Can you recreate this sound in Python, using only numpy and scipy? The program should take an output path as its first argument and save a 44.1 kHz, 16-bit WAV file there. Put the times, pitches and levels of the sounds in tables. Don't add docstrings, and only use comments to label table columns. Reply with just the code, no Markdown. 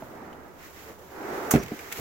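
import sys
import numpy as np
from scipy import signal
from scipy.fft import rfft, irfft, next_fast_len
from scipy.io import wavfile

SR = 44100
rng = np.random.default_rng(int(sys.argv[2]) if len(sys.argv) > 2 else 0)


def generate_wav(sig):
    pcm = np.round(np.clip(np.atleast_2d(sig).T, -1, 1) * 32767).astype(np.int16)
    wavfile.write(sys.argv[1], SR, pcm)


N = 88332
T = np.arange(N) / SR


def from_db(db):
    return np.exp(np.maximum(db, -200) * np.log(10) / 20)


def unit_power(x):
    return x / np.sqrt(np.mean(x ** 2) + 1e-20)


def curve(rows):
    return np.interp(T, *np.transpose(rows))


def at_hz(rows, hz):
    freqs, values = np.transpose(rows)
    return np.interp(np.log(hz + 1), np.log(freqs), values)


def drift(rate_hz):
    hz = np.fft.rfftfreq(N, 1 / SR)
    return unit_power(irfft(rfft(rng.standard_normal(N)) / (1 + (hz / rate_hz) ** 2), N))


# frequency in Hz, how alike left and right are (1 is the same, 0 unrelated).
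LIKENESS = [(60, 0.23), (330, 0.71), (700, 0.32), (1500, 0.11), (6000, -0.059), (14000, -0.056)]
def noise(colour, grain_db):
    size = next_fast_len(N, True)
    hz = np.fft.rfftfreq(size, 1 / SR)
    grains = rng.standard_normal((2, size)) * from_db(grain_db * rng.standard_normal(size).clip(-2, 2))
    shared, apart = rfft(grains) * from_db(at_hz(colour, hz))
    alike = np.clip(at_hz(LIKENESS, hz), -1, 1)
    spectrum = np.sqrt(1 + alike) * shared + np.sqrt(1 - alike) * apart * [[1], [-1]]
    return unit_power(irfft(spectrum, size)[:, :N])


def bursts(rows, rise_s, fade_s):
    power = 0
    for start, db, *_ in rows:
        age = np.maximum(T - start, 0)
        rise = np.minimum(age / rise_s, 1)
        fall = from_db(db - 60 * np.maximum(age - rise_s, 0) / fade_s)
        power = power + (rise * fall) ** 2
    return np.sqrt(power)


def push(start, db, contact_s):
    progress = np.maximum(T - start, 0) / max(contact_s, 2 / SR)
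    force = np.sin(np.pi * np.minimum(progress, 1)) ** 2
    return from_db(db) * force / force.sum()


def ring(force, tones):
    out = 0
    for hz, db, fade_s in tones:
        decay = np.exp(-np.log(1000) / (fade_s * SR))
        feedback = [1, -2 * decay * np.cos(2 * np.pi * hz / SR), decay * decay]
        out = out + from_db(db) * signal.lfilter([.5, 0, -.5], feedback, force + 1e-18)
    return out


def rough_rings(rows, wobble):
    out = 0
    for start, db, rise_s, fade_s, hz in rows:
        phase = 2 * np.pi * np.cumsum(hz * (1 + wobble * drift(hz / 2))) / SR
        out = out + bursts([(start, db)], rise_s, fade_s) * np.sqrt(2) * np.sin(phase)
    return out


# frequency in Hz, relative level in dB.
HUM_COLOUR = [(20, -7), (45, -33), (68, 3.5), (95, -7), (200, -7), (500, -9.5), (1500, -22), (5000, -40.5)]
def cabin_hum():
    return from_db(-53) * noise(HUM_COLOUR, grain_db=0)


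# time in seconds, level in dB.
RUB_LEVEL = [(0, -47.5), (.08, -47), (.17, -44), (.3, -44.5), (.4, -47.5), (.52, -49.5), (.62, -54.5),
             (.8, -55), (.9, -46.5), (.95, -53), (1.08, -51), (1.18, -40.5), (1.33, -33.5), (1.45, -35.5),
             (1.53, -33), (1.65, -47.5), (1.85, -48.5), (2, -50.5)]
# frequency in Hz, relative level in dB.
RUB_COLOUR = [(40, -69), (140, -15.5), (250, -9.5), (380, -0.5), (480, -5), (900, -4.5), (1080, -9),
              (1270, -8.5), (2000, -14.5), (3200, -32.5), (6000, -34), (16000, -57)]
# time in seconds, pitch in Hz.
HOLLOW_PITCH = [(.3, 260), (.6, 340), (.9, 470), (1.02, 490), (1.15, 330), (1.5, 410)]
def padding_rub():
    width_hz = 104
    phase = 2 * np.pi * np.cumsum(curve(HOLLOW_PITCH)) / SR
    hollow = unit_power(drift(width_hz) * np.cos(phase) + drift(width_hz) * np.sin(phase))
    return from_db(curve(RUB_LEVEL)) * (noise(RUB_COLOUR, grain_db=3) + from_db(-5) * hollow)


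# time in seconds, level in dB.
RUSTLE_LEVEL = [(0, -54), (.3, -59.5), (.55, -59.5), (.64, -50), (.72, -52), (.8, -49), (.89, -49.5),
                (.96, -54.5), (1.2, -52.5), (1.36, -46), (1.52, -46.5), (1.66, -52.5), (1.8, -47.5),
                (1.9, -46.5), (1.96, -39), (2, -35.5)]
# frequency in Hz, relative level in dB.
RUSTLE_COLOUR = [(300, 4), (1200, 6), (2000, 1.5), (3000, 2), (4500, -2.5), (7000, 1), (8300, -5.5),
                 (9700, -9.5), (11500, 0), (15500, 2)]
def cloth_rustle():
    return from_db(curve(RUSTLE_LEVEL) + drift(rate_hz=40)) * noise(RUSTLE_COLOUR, grain_db=2.5)


# time of the peak in seconds, peak level in dB, half-width in seconds.
RASPS = [(0.646, -49, 0.061), (0.789, -49, 0.043), (.89, -51, 0.038), (1.33, -52, 0.21),
         (1.85, -46.5, 0.39)]
# frequency in Hz, relative level in dB.
RASP_COLOUR = [(300, -18), (1400, -1), (2050, 2.5), (2500, -2.5), (3400, -11.5), (6800, -10.5),
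               (9500, -22.5), (14000, -15)]
def cover_rasps():
    stretch = sum(from_db(db) * np.exp(-((T - peak) / width) ** 2) for peak, db, width in RASPS)
    return stretch * noise(RASP_COLOUR, grain_db=3.5)


# start in seconds, level in dB, rise and fade in seconds, pitch in Hz.
BUMPS = [(.02, -44, .005, .15, 210), (.865, -44, .04, .16, 440), (1.615, -39, .015, .28, 165),
         (1.708, -30.5, .013, .055, 330), (1.731, -34.5, .006, .06, 300), (1.975, -34, .022, .1, 330)]
def cushion_bumps():
    return rough_rings(BUMPS, wobble=.35)


# start in seconds, level in dB, contact time in seconds.
KNOCKS = [(.023, -36, 0.00033)]
# pitch in Hz, level in dB, fade in seconds.
TRIM_TONES = [(643, 4.1, 0.056), (868, 1.9, 0.04)]
def trim_knock():
    return ring(sum(push(*row) for row in KNOCKS), TRIM_TONES)


# start in seconds, level in dB, rise and fade in seconds, pitch in Hz.
PINGS = [(.328, -53, .001, .04, 2950), (1.585, -46, .008, .22, 5900), (1.7915, -41, .001, .04, 2400)]
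# start in seconds, level in dB, tilt toward the treble in dB per octave.
CLICKS = [(.329, -50, -2.5), (1.514, -33, -4), (1.526, -34, -4), (1.537, -26, -2.5), (1.548, -26.5, -3),
          (1.559, -32, .5), (1.619, -42, -2), (1.626, -39.5, -1.5), (1.6325, -34.5, .5), (1.661, -39, -1),
          (1.682, -41.5, -.5), (1.7905, -36.5, -2.5), (1.807, -44, 3), (1.9165, -36.5, -2),
          (1.9232, -27, 1.5), (1.926, -29.5, .5), (1.957, -39, -3), (1.971, -36.5, -3)]
# frequency in Hz, relative level in dB.
CLICK_COLOUR = [(100, -19), (1200, 8), (2000, 20), (2900, 14.5), (4600, 6.5), (7000, 11), (9500, 2.5),
                (11500, 7.5), (15500, 8)]
def pings_and_clicks():
    out = rough_rings(PINGS, wobble=.097)
    for start, db, tilt in CLICKS:
        colour = [(hz, band_db + tilt * np.log2(hz)) for hz, band_db in CLICK_COLOUR]
        out = out + bursts([(start, db)], rise_s=.001, fade_s=.035) * noise(colour, grain_db=2.5)
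    return out


# start in seconds, level in dB.
SNAPS = [(1.5092, -16), (1.5128, -19)]
# frequency in Hz, relative level in dB.
SNAP_COLOUR = [(100, -38), (400, -14), (950, 9.5), (2000, -0.5), (4000, -8.5), (5400, -2.5), (6800, 8),
               (8300, 2), (9700, -7), (11000, 4.5), (15500, 3)]
# pitch in Hz, level in dB, fade in seconds.
LATCH_TONES = [(950, -19, 0.048), (1904, -19.5, 0.047), (5490, -26, 0.19), (6190, -16.5, 0.1),
               (6980, -19, 0.021), (7350, -14, 0.08)]
def latch_snap():
    crack = bursts(SNAPS, rise_s=.00051, fade_s=.036)
    echo = from_db(-13) * bursts(SNAPS, rise_s=.0074, fade_s=.17)
    steel = ring(sum(push(start, db, contact_s=0) for start, db in SNAPS), LATCH_TONES)
    snap = (crack + echo) * noise(SNAP_COLOUR, grain_db=0) + steel
    return snap * from_db([[-1.25], [1.25]])


# start in seconds, level in dB, contact time in seconds.
THUMPS = [(1.5382, -13, .0018), (1.551, -13.5, .0022), (1.5582, -14.5, .0024), (1.6, -34, .002),
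          (1.7193, -32, .0018), (1.991, -34, .002)]
# pitch in Hz, level in dB, fade in seconds.
FRAME_TONES = [(147, -4, 0.072), (226, 4, 0.066), (296, 0, 0.038), (389, -7.5, 0.13), (421.5, -10.5, 0.16),
               (530, -19, 0.1), (645, -3, 0.1), (718.3, 5.5, 0.07)]
# frequency in Hz, relative level in dB.
THUD_COLOUR = [(30, -17), (65, -6), (140, 5.5), (400, 8.5), (750, -1), (1000, -6), (2000, -5.5),
               (4000, -22.5), (15000, -38)]
def frame_thump():
    body = ring(sum(push(*row) for row in THUMPS), FRAME_TONES)
    thud = from_db(-9.5) * bursts(THUMPS, rise_s=.001, fade_s=.08)
    tail = from_db(-21) * bursts(THUMPS, rise_s=.001, fade_s=.36)
    boom_hz = 61
    boom = from_db(-15) * bursts(THUMPS[:1], rise_s=.028, fade_s=.15) * np.sin(2 * np.pi * boom_hz * T)
    return body + boom + (thud + tail) * noise(THUD_COLOUR, grain_db=3)


# frequency in Hz, left level minus right level in dB.
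LEAN = [(50, -4.5), (200, -2), (500, -1), (1300, -6), (2800, -1), (8000, -1.5)]
def lean_right(x):
    size = next_fast_len(N + SR // 10, True)
    lean_db = at_hz(LEAN, np.fft.rfftfreq(size, 1 / SR))
    return irfft(rfft(x, size) * from_db([lean_db / 2, -lean_db / 2]), size)[:, :N]


def scene():
    hum = cabin_hum()
    upholstery = padding_rub() + cloth_rustle() + cover_rasps()
    blows = latch_snap() + frame_thump() + cushion_bumps() + trim_knock() + pings_and_clicks()
    return lean_right(hum + upholstery + blows)


def record(dry):
    cutoff_hz = 15950
    return signal.sosfilt(signal.ellip(12, .1, 80, cutoff_hz, fs=SR, output="sos"), dry)


dry = scene()
out = record(dry)
generate_wav(out)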